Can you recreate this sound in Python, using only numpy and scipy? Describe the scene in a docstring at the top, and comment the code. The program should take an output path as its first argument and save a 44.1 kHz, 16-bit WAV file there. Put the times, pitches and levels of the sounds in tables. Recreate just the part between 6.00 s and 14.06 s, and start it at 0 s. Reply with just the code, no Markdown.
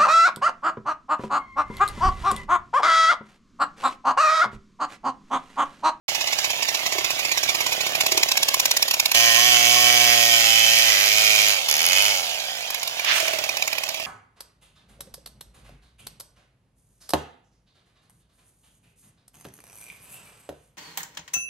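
"""A two-stroke chainsaw idles unevenly in an open yard, close by and louder on the right: the ports
putter, single firings bark and pop in the muffler, the loose chain rattles. At 3.1 s the sound cuts
abruptly to the saw already at full throttle in a palm trunk: every turn fires, snarling and ringing
the bar, while the teeth tear fibres. It bogs, is released at 5.5 s, revs once more and runs down to
idle. At 7.1 s the palm's crown crunches to the ground and its leaf tips swish after it."""
import sys
import numpy as np
from scipy import signal
from scipy.fft import rfft, irfft
from scipy.io import wavfile
from scipy.ndimage import uniform_filter1d, map_coordinates

SR = 44100
rng = np.random.default_rng(int(sys.argv[2]) if len(sys.argv) > 2 else 0)


def to_wav(s):
    """Save 16-bit WAV."""
    ch = np.atleast_2d(s).T  # columns
    pcm = np.round(np.clip(ch, -1, 1) * 32767)  # PCM
    wavfile.write(sys.argv[1], SR, pcm.astype(np.int16))


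N = 355446
T = np.arange(N) / SR

# outdoor rumble bed: (frequency [Hz], level [dB])
YARD_EQ = [(20, 1), (70, 4), (200, 6), (600, 10), (3000, -35), (16000, -40)]
# even runs of idle firings, with stumbles between: (first [s], last [s], firings [count], level [dB])
IDLE_RUNS = [(.088, .272, 4, -10), (.328, .503, 4, -8.5), (.625, .746, 3, -7.5), (.862, 1.104, 5, -8.5),
             (1.193, 1.25, 2, -12), (1.317, 1.721, 8, -8), (1.806, 1.865, 2, -9.5), (1.951, 1.951, 1, -8),
             (2.007, 2.231, 5, -2.5), (2.287, 2.287, 1, -9), (2.316, 2.542, 5, -5), (2.598, 2.598, 1, -2),
             (2.655, 2.8245, 4, -5), (2.881, 2.9395, 3, -7.5), (2.998, 3.1155, 3, -4.5),
             (6.703, 6.744, 2, -11), (6.829, 6.874, 2, -11), (6.994, 7.045, 2, -11), (7.2, 7.279, 2, -9.5),
             (7.333, 7.386, 2, -14), (7.438, 7.4905, 2, -9.5), (7.569, 7.888, 7, -10),
             (7.943, 7.999, 2, -16)]
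# full-throttle stretches, the first starting at a hard cut, the second at a trigger pull:
# (start [s], release [s], closing time [s])
FULL_THROTTLE = [(3.143, 5.511, 0.095), (5.681, 6.021, 0.301)]
# crank speed from the hard cut to the top of the last rev: (time [s], speed [turns/s])
REV_CURVE = [(3.16, 115.5), (3.22, 117.3), (3.27, 116.7), (3.33, 114.7), (3.42, 120.7), (3.47, 123.1),
             (3.57, 119.9), (3.66, 118.8), (3.78, 121.7), (4.29, 117.2), (4.55, 111.6), (4.78, 115.3),
             (4.86, 114.0), (4.96, 97.9), (5.15, 106.6), (5.24, 107.5), (5.5, 103.7), (5.53, 99.6),
             (5.59, 89.0), (5.68, 72.4), (5.72, 72.1), (6.0, 100.2), (6.09, 104.4)]
# how hard the teeth bite: (time [s], bite [0-1])
BITE = [(3.14, 0), (3.15, 1), (5.45, 1), (5.56, 0)]
# how squarely the muffler faces the listener: (time [s], level [dB])
FACING = [(0, 3), (1.3, 3.5), (2.03, 5), (2.35, 4), (3.0, 3), (3.3, 1.5), (3.75, 5), (4.1, 5), (4.5, 0.5),
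          (5.0, -2), (5.4, -1), (5.7, -3.5), (6.05, -0.5), (6.4, -2), (6.85, -4), (7.35, 4), (8.05, -1)]
# swells as the saw is swung: (peak [s], half-width [s], throb [dB], honk [dB], upper note [dB])
SWING_SWELLS = [(.98, 0.052, -57.5, -34.5, -39), (1.65, 1, -43.5, -41, -63), (2.02, 0.047, -49, -46, -41),
                (2.16, 0.059, -53, -29.5, -40.5), (7.3, 0.14, -47, -39, -29), (7.8, 0.28, -62, -73, -39.5)]
# low exhaust throb: (frequency [Hz], level [dB])
THROB_EQ = [(30, -42), (70, -8), (105, -2), (160, -1), (200, -5.5), (245, -0.5), (290, -1), (380, 6),
            (900, -62)]
# hollow honk of the ports: (frequency [Hz], width [Hz], level [dB])
HONK_MODES = [(374, 165, 19), (462, 810, -12), (647, 40, 14.5)]
# the muffler's broad putter while the chain runs free: (frequency [Hz], level [dB])
MUFFLER_FREE_EQ = [(250, -43), (450, -12.5), (570, 3), (700, 7.5), (850, -1), (1000, -6), (1200, -8),
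                   (1400, -12), (2200, -18)]
# the muffler's peakier note in the trunk: (frequency [Hz], level [dB])
MUFFLER_LOADED_EQ = [(250, -50), (480, -2.5), (590, 10), (660, 3.5), (730, 11.5), (790, 9.5), (870, -5),
                     (970, -18), (1090, -0.5), (1250, -43), (2200, -15.5)]
# upper hollow note heard on the swings: (frequency [Hz], width [Hz], level [dB])
UPPER_NOTE_MODE = [(653.4, 57, 0)]
# bark as the saw is turned: (time [s], rise [s], decay [s], gas [dB], clank [dB], fizz [dB])
BARK_SHAPE = [(0, 0.0047, 0.0083, -7.5, -15, -4), (1.85, 0.0024, 0.0083, -9, -7, 0.5),
              (2.1, 0.0024, 0.0018, -7, -12, -1), (2.6, 0.0028, 0.0014, -6.5, -26, 3),
              (3.1, 0.0023, 0.0018, -8.5, -36, 4.5), (6.7, 0.00055, 0.00068, -8.5, -14, 6),
              (7.5, 0.00042, 0.0009, -8.5, -3, 2), (8, 0.00079, 0.0013, -8.5, -8, 2)]
# muffler shell clank on a single firing: (frequency [Hz], level [dB])
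CLANK_MODES = [(2310, -1.5), (2560, -6), (4980, -11)]
# the bark's spit of gas: (frequency [Hz], level [dB])
BARK_EQ = [(500, -38.5), (950, 13.5), (1250, -10), (1550, -8), (2050, -1), (2500, 6), (3100, -2.5),
           (3700, 2), (4700, 1), (5750, 5), (6300, -4), (6900, 3), (7600, -6.5), (8600, -18), (12500, -4),
           (15000, -13.5), (16000, -21.5)]
# muffler cavity: (frequency [Hz], width [Hz], level [dB])
CAVITY_MODES = [(782, 450, 0), (1030, 260, -0.5)]
# rattle of loose chain and clutch: (time [s], level [dB])
RATTLE_LEVEL = [(0, -25.5), (1.5, -24.5), (2.1, -24.5), (2.5, -26.5), (3.1, -28.5), (6.0, -24.5),
                (6.6, -29.5), (7.45, -27.5), (8.05, -30)]
# clattering links: (frequency [Hz], level [dB])
RATTLE_EQ = [(40, -60), (400, 10.5), (700, 9.5), (950, -1), (1400, -6.5), (2000, -0.5), (2450, 2),
             (3100, 1.5), (4300, -4), (5800, -5.5), (7000, -7), (8600, -24), (12000, -13.5), (15000, -14),
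             (16000, -19)]
# hiss of the running chain and the gas jet: (frequency [Hz], level [dB])
RASP_EQ = [(30, -10), (350, 5), (500, -29), (1000, -13.5), (1600, -19), (2300, 3.5), (3100, 2),
           (3800, -3.5), (4450, -2), (5000, 0.5), (5700, -6.5), (6400, -3.5), (7200, -10), (8600, -18.5),
           (12500, -8), (15000, -8), (16000, -43.5)]
# muffler shell under throttle: (frequency [Hz], width [Hz], level [dB])
SHELL_MODES = [(1860, 170, -2), (2337, 85, 4), (2520, 150, -2), (2630, 180, 2.5), (3012, 120, 4.5)]
# bar resonances singing out: (peak [s], half-width [s], frequency [Hz], width [Hz], level [dB])
BAR_RINGS = [(3.35, 0.16, 1057, 109, -31), (3.35, 0.11, 1810, 303, -28), (3.4, 0.25, 3080, 256, -29),
             (3.55, 0.45, 6150, 330, -27), (3.8, 0.11, 1094, 110, -29), (3.9, 0.26, 2290, 70, -22),
             (4.1, 0.36, 6220, 172, -29), (4.68, 0.18, 3064, 170, -21.5), (4.7, 0.33, 2620, 129, -26),
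             (4.55, 0.96, 1480, 220, -41), (4.7, 0.25, 6360, 150, -31), (4.95, 0.12, 1990, 198, -22.5),
             (5.1, 1, 4910, 199, -28), (5.28, 0.2, 2426, 218, -22), (5.97, 0.16, 2546, 302, -20.5),
             (6.02, 0.16, 3040, 300, -24.5)]
# full-throttle snarl: (frequency [Hz], level [dB])
SNARL_EQ = [(100, -50), (400, -20), (950, -12), (1150, -14), (1400, -6), (1650, -6), (1900, -2.5),
            (2270, 0.5), (2550, 3), (2800, 2), (3060, 2), (3350, -3), (3700, -8), (4400, -9), (5000, -3),
            (5800, -6), (6400, -2), (7500, -12), (9000, -20), (16000, -24)]
# sharp edge of each firing: (frequency [Hz], level [dB])
CRACK_EQ = [(500, -50), (3500, -14), (5000, 7), (5800, 0), (6600, 16), (7600, -9), (8800, -10), (11500, 9),
            (13000, 4), (15500, -20)]
# tearing fibres: (frequency [Hz], level [dB])
TEAR_EQ = [(200, -19), (1200, -17), (2500, -11), (3600, -7.5), (4400, -13), (5400, 23), (7000, 2),
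           (8800, -42), (12000, 18.5), (15500, -10)]
# fronds hitting the dirt: (frequency [Hz], level [dB])
FROND_EQ = [(60, -41), (300, -5.5), (800, -14), (1200, -13), (2200, -7.5), (3200, -2), (4200, 0),
            (6000, 5.5), (8500, -4.5), (15000, -10)]
# shading of the saw's left channel: (frequency [Hz], level [dB])
LEFT_SHADE_EQ = [(60, -10.5), (700, -10.8), (1300, -9.5), (2400, -6.5), (4400, -4), (8000, -5),
                 (14000, -2.5)]
# how alike the two channels are: (frequency [Hz], likeness [0-1])
STEREO_LIKENESS = [(60, .97), (600, .96), (1200, .74), (3000, .6), (8000, .5), (15000, .5)]
# treble drift as the saw moves: (time [s], left level [dB])
TREBLE_PAN = [(0, -2.5), (1.9, -1.5), (2.15, 0.5), (2.8, 2.5), (3.2, 0.5), (5.9, -1), (6.9, -1), (8, -2.5)]

IDLE_HZ, SETTLED_HZ, FULL_HZ = 35.5, 62, 120  # crank speeds: idle, end of stumbling, flat out
OPEN_S, JITTER_S = .008, .00001  # throttle attack; timing scatter of the firings
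ROUGHNESS = .12  # share of noise driving the bar and shell


def amp(db):
    """Decibels to gain."""
    return 10 ** (np.asarray(db) / 20)


def along(rows, column=1):
    """One column of a table as an automation curve."""
    rows = np.array(sorted(map(tuple, rows)))
    return np.interp(T, rows[:, 0], rows[:, column])


def spectrum(points, hz):
    """Joins points on a log-frequency axis."""
    knots_hz, values = np.transpose(points)
    return np.interp(np.log(hz + 1), np.log(knots_hz + 1), values)


def steady(x, size=4800):
    """Rides the slow level to rms 1, leaving transients their shape."""
    power = uniform_filter1d(uniform_filter1d(x ** 2, size), size)
    return x / np.sqrt(abs(power) + 1e-4 * np.mean(x ** 2))


def eq(x, points, size=4096):
    """Minimum-phase equaliser."""
    curve_db = spectrum(points, abs(np.fft.fftfreq(size, 1 / SR)))
    log_gain = np.log(amp(np.maximum(curve_db, -100)))
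    taps = np.fft.ifft(np.exp(np.conj(signal.hilbert(log_gain)))).real
    return signal.oaconvolve(x, taps[:size // 2])[:N]


def highpass(x, hz, order=4):
    """Rolls off the lows."""
    return signal.sosfilt(signal.butter(order, hz, "high", fs=SR, output="sos"), x)


def ring(x, modes):
    """Parallel resonators, each applied twice for steep skirts."""
    out = np.zeros(N)
    for hz, width, db in modes:
        b, a = signal.iirpeak(hz, hz / (0.65 * width), SR)
        out += amp(db) * signal.lfilter(b, a, signal.lfilter(b, a, x))
    return out


def clicks(times, sizes, half_taps=8):
    """Band-limited clicks at exact moments."""
    at = times[:, None] * SR
    index = np.round(at).astype(int) + np.arange(-half_taps, half_taps + 1)
    shape = np.sinc(index - at) * np.sinc((index - at) / (half_taps + 1))
    return np.bincount(np.clip(index, 0, N - 1).ravel(), (sizes[:, None] * shape).ravel(), N)


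def fade(x, decay_s):
    """Turns every click into a falling envelope."""
    return signal.lfilter([1], [1, -np.exp(-1 / SR / decay_s)], x)


def grit(per_s, spread_db, length_s):
    """Random tiny impacts, each a puff of noise, a few of them large."""
    sizes = amp(spread_db * np.minimum(rng.exponential(1, N), 4)) * (rng.random(N) < per_s / SR)
    return steady(np.sqrt(fade(sizes ** 2, length_s)) * rng.standard_normal(N))


def noise_tail(decay_s, size):
    """A dying burst of noise to convolve with."""
    return rng.standard_normal(size) * np.exp(-np.arange(size) / SR / decay_s)


def smear(x, decay_s, size=2048):
    """Spreads clicks over a few milliseconds without changing their tone."""
    spread = rfft(noise_tail(decay_s, size))
    taps = np.roll(irfft(spread / abs(spread)), size // 2)
    return signal.oaconvolve(x, taps, "same")


def bell(peak_s, half_s):
    """A smooth swell in and out."""
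    return np.exp(-((T - peak_s) / half_s) ** 2)


def yard_air(level_db=-60):
    """A faint bed of outdoor rumble."""
    rumble = np.array([steady(eq(rng.standard_normal(N), YARD_EQ)) for _ in range(2)])
    return amp(level_db) * rumble * amp([[-6], [0]])


def single_firings(onset_db=-5.0, spread_db=.7):
    """Times and levels of the idle firings, plus one at the start of each full-throttle stretch."""
    idle = [(s, db) for first, last, count, db in IDLE_RUNS
            for s in np.linspace(first, last, round(count))]
    onsets = [(start + OPEN_S / 2, onset_db) for start, _, _ in FULL_THROTTLE]
    times, levels = np.array(sorted(idle + onsets)).T
    return times, levels + spread_db * rng.standard_normal(len(times))


def throttle_opening():
    """Each full-throttle stretch comes in at once, holds and slides shut on release."""
    return sum(np.clip((T - start) / OPEN_S, 0, 1) * np.clip(1 - (T - release) / close_s, 0, 1)
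               for start, release, close_s in FULL_THROTTLE)


def crank_speed(coast_s=.39):
    """Idle, a hard cut to working speed, one more rev, then a free run-down to idle."""
    coast = np.exp(-np.maximum(T - REV_CURVE[-1][0], 0) / coast_s)
    return IDLE_HZ + (T >= FULL_THROTTLE[0][0]) * (along(REV_CURVE) - IDLE_HZ) * coast


def crank_angle(speed, fired_s):
    """The angle in turns, nudged so each single firing lands on a whole turn, and those turns."""
    turns = np.cumsum(speed) / SR
    at = np.interp(fired_s, T, turns)
    fired_turns = np.round(at[0]) + np.append(0, np.cumsum(np.round(np.diff(at))))
    return turns + np.interp(T, fired_s, fired_turns - at), fired_turns


def port_putter(turns, strokes, fired_turns, speed, throttle, bite, misfire_db=-4, intake_db=-6,
                intake_turn=0.324, uneven_db=-1.0, stumble_db=3.0, breath_db=-11, settled_db=-18.0):
    """Each turn puffs from the exhaust, then the intake; single firings puff harder."""
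    def gain(idle_db, throttle_db, octave_db):
        """A voice grows with throttle and speed, and as it faces the listener."""
        revs_db = octave_db * np.log2(speed / IDLE_HZ)
        return amp(idle_db + throttle_db * throttle + revs_db + along(FACING))

    exhaust_s, intake_s = np.interp(strokes, turns, T), np.interp(strokes + intake_turn, turns, T)
    chance = rng.standard_normal((len(strokes), 2))
    settled = np.clip((speed - IDLE_HZ) / (SETTLED_HZ - IDLE_HZ), 0, 1)
    scatter_db = uneven_db + stumble_db * (1 - np.interp(exhaust_s, T, settled))
    stroke_db = np.where(np.isin(strokes, fired_turns), 0, misfire_db)
    exhaust = clicks(exhaust_s, amp(stroke_db + scatter_db * chance[:, 0]))
    intake = clicks(intake_s, amp(misfire_db + intake_db + 2 * uneven_db * chance[:, 1]))
    puffs = steady(exhaust + intake)
    breath = steady(fade(exhaust, decay_s=0.048) * rng.standard_normal(N))
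    turbulence = amp(breath_db + settled_db * settled) * breath
    sputter = .6 * (1 - settled) * rng.standard_normal(N)  # ragged gas flow at idle
    exhaust_flow, flow = steady(exhaust) + turbulence, puffs + turbulence
    throb = steady(eq(exhaust_flow + sputter, THROB_EQ))
    honk = steady(ring(exhaust_flow + 0.13 * puffs, HONK_MODES))
    muffler = steady(bite * eq(flow, MUFFLER_LOADED_EQ) + (1 - bite) * eq(flow, MUFFLER_FREE_EQ))
    upper_note = steady(ring(flow, UPPER_NOTE_MODE))
    throb_swell, honk_swell, upper_swell = sum(amp(levels_db)[:, None] * bell(s, half_s)
                                               for s, half_s, *levels_db in SWING_SWELLS)
    return (np.hypot(gain(idle_db=-47.5, throttle_db=9, octave_db=0.66), throb_swell) * throb
            + np.hypot(gain(idle_db=-47, throttle_db=8, octave_db=1.9), honk_swell) * honk
            + gain(idle_db=-36.5, throttle_db=0.79, octave_db=4.5) * muffler
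            + upper_swell * upper_note)


def barks(fired_s, fired_db, open_s=0.0011, hold_s=0.0041, tail_db=-20, tail_s=0.029,
          clank_s=0.0024, detune=0.03, fizz_hz=9000):
    """A single firing spits a short burst of gas and clanks the muffler shell."""
    envelope, clanks = np.zeros(N), np.zeros(N)
    rise_s, decay_s, gas_db, clank_db, fizz_db = (along(BARK_SHAPE, k) for k in range(1, 6))
    for s, db in zip(fired_s, fired_db):
        near = slice(max(int((s - .03) * SR), 0), int((s + .1) * SR))
        age = T[near] - s
        attack = amp(db) * np.exp(np.minimum(age - open_s, 0) / rise_s[int(s * SR)])
        late = np.maximum(age - hold_s, 0)
        release = np.exp(-late / decay_s[int(s * SR)]) + amp(tail_db) * np.exp(-late / tail_s)
        envelope[near] += attack * release
        for hz, mode_db in CLANK_MODES:
            cycles = hz * (1 + detune * rng.standard_normal()) * age + rng.random()
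            clanks[near] += amp(mode_db) * attack * np.exp(-late / clank_s) * np.sin(2 * np.pi * cycles)
    spit = rng.standard_normal(N) + 1.5 * grit(per_s=2700, spread_db=2.15, length_s=0.00025)
    gas = highpass(eq(spit, BARK_EQ), 1500)
    fizz = irfft(rfft(gas) * (np.fft.rfftfreq(N, 1 / SR) > fizz_hz), N)
    fizzy_gas = (gas + (amp(fizz_db) - 1) * fizz) / gas.std()
    return amp(gas_db) * envelope * fizzy_gas + amp(clank_db) * clanks


def muffler_pops(fired_s, fired_db, peak_db=-16.0, follow=0.86, lag_s=0.0009):
    """Every single firing knocks the muffler's cavity with the same hollow pop."""
    knocks = ring(clicks(fired_s + lag_s, amp(follow * fired_db)), CAVITY_MODES)
    return amp(peak_db) * knocks / abs(knocks).max()


def chain(fired_s, turns, speed, bite, running_db=-24, octave_db=13, cutting_db=5.0,
          surge=0.049, surge_turn=0.037, jerk=0.052):
    """Loose links clatter, jerked by single firings; the hiss grows with speed and bite."""
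    jerks = 1 + jerk * fade(clicks(fired_s + 0.0023, np.ones(len(fired_s))), decay_s=0.01)
    links = (rng.standard_normal(N) + 1.11 * grit(per_s=1800, spread_db=3.3, length_s=0.000072)) * jerks
    links = highpass(links, 1150, order=2) + .1 * links
    rattle = amp(along(RATTLE_LEVEL)) * steady(eq(links, RATTLE_EQ))
    tug = 1 + surge * np.cos(2 * np.pi * (turns - surge_turn))  # each power stroke pulls the teeth
    running = amp(running_db + octave_db * np.log2(speed / FULL_HZ) + cutting_db * bite)
    return rattle + running * tug * steady(eq(links, RASP_EQ))


def firing_blows(stroke_s, uneven_db):
    """One click a turn, very slightly off the beat."""
    chance = rng.standard_normal((len(stroke_s), 2))
    return clicks(stroke_s + JITTER_S * chance[:, 0], amp(uneven_db * chance[:, 1]))


def exhaust_rasp(stroke_s, speed, throttle, bite, gas_db=-20, gas_octave_db=8, buried_db=-3,
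                 shell_db=-24, shell_octave_db=18, muffled_db=-1):
    """Under throttle every turn fires: a jet of gas, and a blow that rings the muffler shell."""
    blows = firing_blows(stroke_s, uneven_db=0)
    jet = steady(fade(fade(blows, 0.0009), 0.014)) * rng.standard_normal(N)
    gas = highpass(steady(eq(jet + 0.19 * steady(blows), RASP_EQ)), 950)
    shell = steady(ring(steady(blows) + ROUGHNESS * jet, SHELL_MODES))
    octaves = np.log2(speed / FULL_HZ)
    return throttle * (amp(gas_db + gas_octave_db * octaves + buried_db * bite) * gas
                       + amp(shell_db + shell_octave_db * octaves + muffled_db * bite) * shell)


def bar_ring(stroke_s, throttle, uneven_db=4.5):
    """Firings shake the bar; its resonances come and go as the trunk grips it in changing places."""
    blows = steady(clicks(stroke_s, amp(uneven_db * rng.standard_normal(len(stroke_s)))))
    drive = blows + ROUGHNESS * rng.standard_normal(N)
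    return throttle * sum(amp(db) * bell(s, half_s) * steady(ring(drive, [(hz, width, 0)]))
                          for s, half_s, hz, width, db in BAR_RINGS)


def snarl(stroke_s, speed, throttle, level_db=-16.3, octave_db=7, smear_s=0.0028,
          sway_hz=(1.2, 6), waver=.4):
    """The blows fuse into a snarl; paths off bar and trunk trade places, so each overtone wavers."""
    blows = firing_blows(stroke_s, uneven_db=2.0)
    voice = smear(blows, smear_s)
    for hz in np.geomspace(*sway_hz, 4):
        voice += waver * np.sin(2 * np.pi * (hz * T + rng.random())) * smear(blows, smear_s)
    return throttle * amp(level_db + octave_db * np.log2(speed / FULL_HZ)) * steady(eq(voice, SNARL_EQ))


def cracks(stroke_s, speed, throttle, bite, level_db=-25.5, octave_db=-4.5, buried_db=-5.5,
           uneven_db=7.5):
    """Each firing under throttle opens with a bright crack, hardest as the engine labours at low revs."""
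    sizes = amp(uneven_db * np.clip(rng.standard_normal(len(stroke_s)), -2, 2))
    bursts = fade(clicks(stroke_s, sizes), decay_s=.0014) * rng.standard_normal(N)
    gain = amp(level_db + octave_db * np.log2(speed / FULL_HZ) + buried_db * bite)
    return throttle ** 2 * gain * steady(eq(bursts, CRACK_EQ))


def tearing(bite, level_db=-26):
    """The teeth snap palm fibres and fling chips: a dense, bright grit."""
    fibres = grit(per_s=1400, spread_db=4.2, length_s=0.0003)
    return bite * amp(level_db) * steady(eq(fibres, TEAR_EQ))


def palm_crash(land_s=7.1, crunch_db=-4.0, swish_db=-22, swish_lag_s=.06, low_hz=900, split_hz=2800):
    """The crown's stems crunch on the dirt; the leaf tips swish down just after and settle."""
    def hit(peak_s, rise_s, settle_s):
        return np.exp(np.minimum((T - peak_s) / rise_s, (peak_s - T) / settle_s))

    rustles = (rng.standard_normal(N) + 1.8 * grit(per_s=630, spread_db=3.1, length_s=0.0034)
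               for _ in range(2))
    fronds = np.array([steady(eq(rustle, FROND_EQ)) for rustle in rustles])
    stems = signal.sosfilt(signal.butter(2, [low_hz, split_hz], "band", fs=SR, output="sos"), fronds)
    tips = highpass(fronds, split_hz)
    crunch = amp(crunch_db) * hit(land_s, rise_s=.04, settle_s=0.14) * stems
    swish = amp(swish_db) * hit(land_s + swish_lag_s, rise_s=.06, settle_s=0.14) * tips
    return (crunch + swish) * amp([[-4], [2]])


def near_bounces(x, throttle, bounce=0.57, drift_s=0.0003537, grip=.97, count=4):
    """Bounces off bar, trunk and ground flange as the saw moves; under throttle it is braced."""
    out = x.copy()
    travel_s = np.cumsum(1 - grip * throttle) / SR
    for delay_s in np.geomspace(.0007, .004, count):
        wander = signal.resample(rng.standard_normal(24), 800)
        drift = np.interp(travel_s, np.linspace(0, T[-1], len(wander)), wander)
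        path_s = abs(delay_s + drift_s * drift)
        out += bounce * map_coordinates(x, [(T - path_s) * SR], order=2)
    return out / np.sqrt(1 + count * bounce ** 2)


def yard_echo(x, decay_s=.12):
    """The yard returns a weak, dense cloud of reflections on each side."""
    tails = [noise_tail(decay_s, size=9000) for _ in range(2)]
    echoes = np.array([signal.oaconvolve(x, tail / np.linalg.norm(tail))[:N] for tail in tails])
    return echoes * amp([[-27], [-21]])


def stereo_image(right, reflected, lead_s=.0001, lead_rad=0.95, usual_pan_db=0.5):
    """The left side is shaded, a little early, and carries more of the sound off nearby things."""
    hz = np.fft.rfftfreq(N, 1 / SR)
    likeness = np.clip(spectrum(STEREO_LIKENESS, hz), 0, 1)
    direct = rfft(right) * np.exp(1j * (lead_rad + 2 * np.pi * hz * lead_s))
    blend = likeness * direct + np.sqrt(1 - likeness ** 2) * rfft(reflected)
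    shaded = blend * amp(spectrum(LEFT_SHADE_EQ, hz))
    treble = irfft(shaded * np.clip(hz / 1500 - 1, 0, 1), N)
    left = irfft(shaded, N) + treble * (amp(along(TREBLE_PAN) - usual_pan_db) - 1)
    return np.array([left, right])


def scene():
    """One crank drives all the saw's layers; echo, falling palm and air sit around it."""
    fired_s, fired_db = single_firings()
    speed, throttle, bite = crank_speed(), throttle_opening(), along(BITE)
    turns, fired_turns = crank_angle(speed, fired_s)
    strokes = np.arange(1, np.floor(turns[-1]))
    stroke_s = np.interp(strokes, turns, T)

    def bright_layers():
        """The saw's top end: the same timing with fresh noise on each call."""
        clatter = (barks(fired_s, fired_db) + exhaust_rasp(stroke_s, speed, throttle, bite)
                   + chain(fired_s, turns, speed, bite))
        return (near_bounces(clatter, throttle) + bar_ring(stroke_s, throttle)
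                + snarl(stroke_s, speed, throttle) + cracks(stroke_s, speed, throttle, bite)
                + tearing(bite))

    direct, reflected = bright_layers(), bright_layers()
    body = port_putter(turns, strokes, fired_turns, speed, throttle, bite)
    saw = body + muffler_pops(fired_s, fired_db) + direct
    return stereo_image(saw, reflected) + yard_echo(saw) + palm_crash() + yard_air()


def record(dry, start_s=.082, ceiling=.85, lowpass_hz=15900):
    """Master chain: a hard cut in from silence, clipped peaks and a steep low-pass."""
    clipped = np.clip(dry * (T >= start_s), -ceiling, ceiling)
    lowpass = signal.firwin(401, lowpass_hz, window=("kaiser", 9), fs=SR)
    return signal.oaconvolve(clipped, lowpass[None], "same")


dry = scene()
out = record(dry)
to_wav(out)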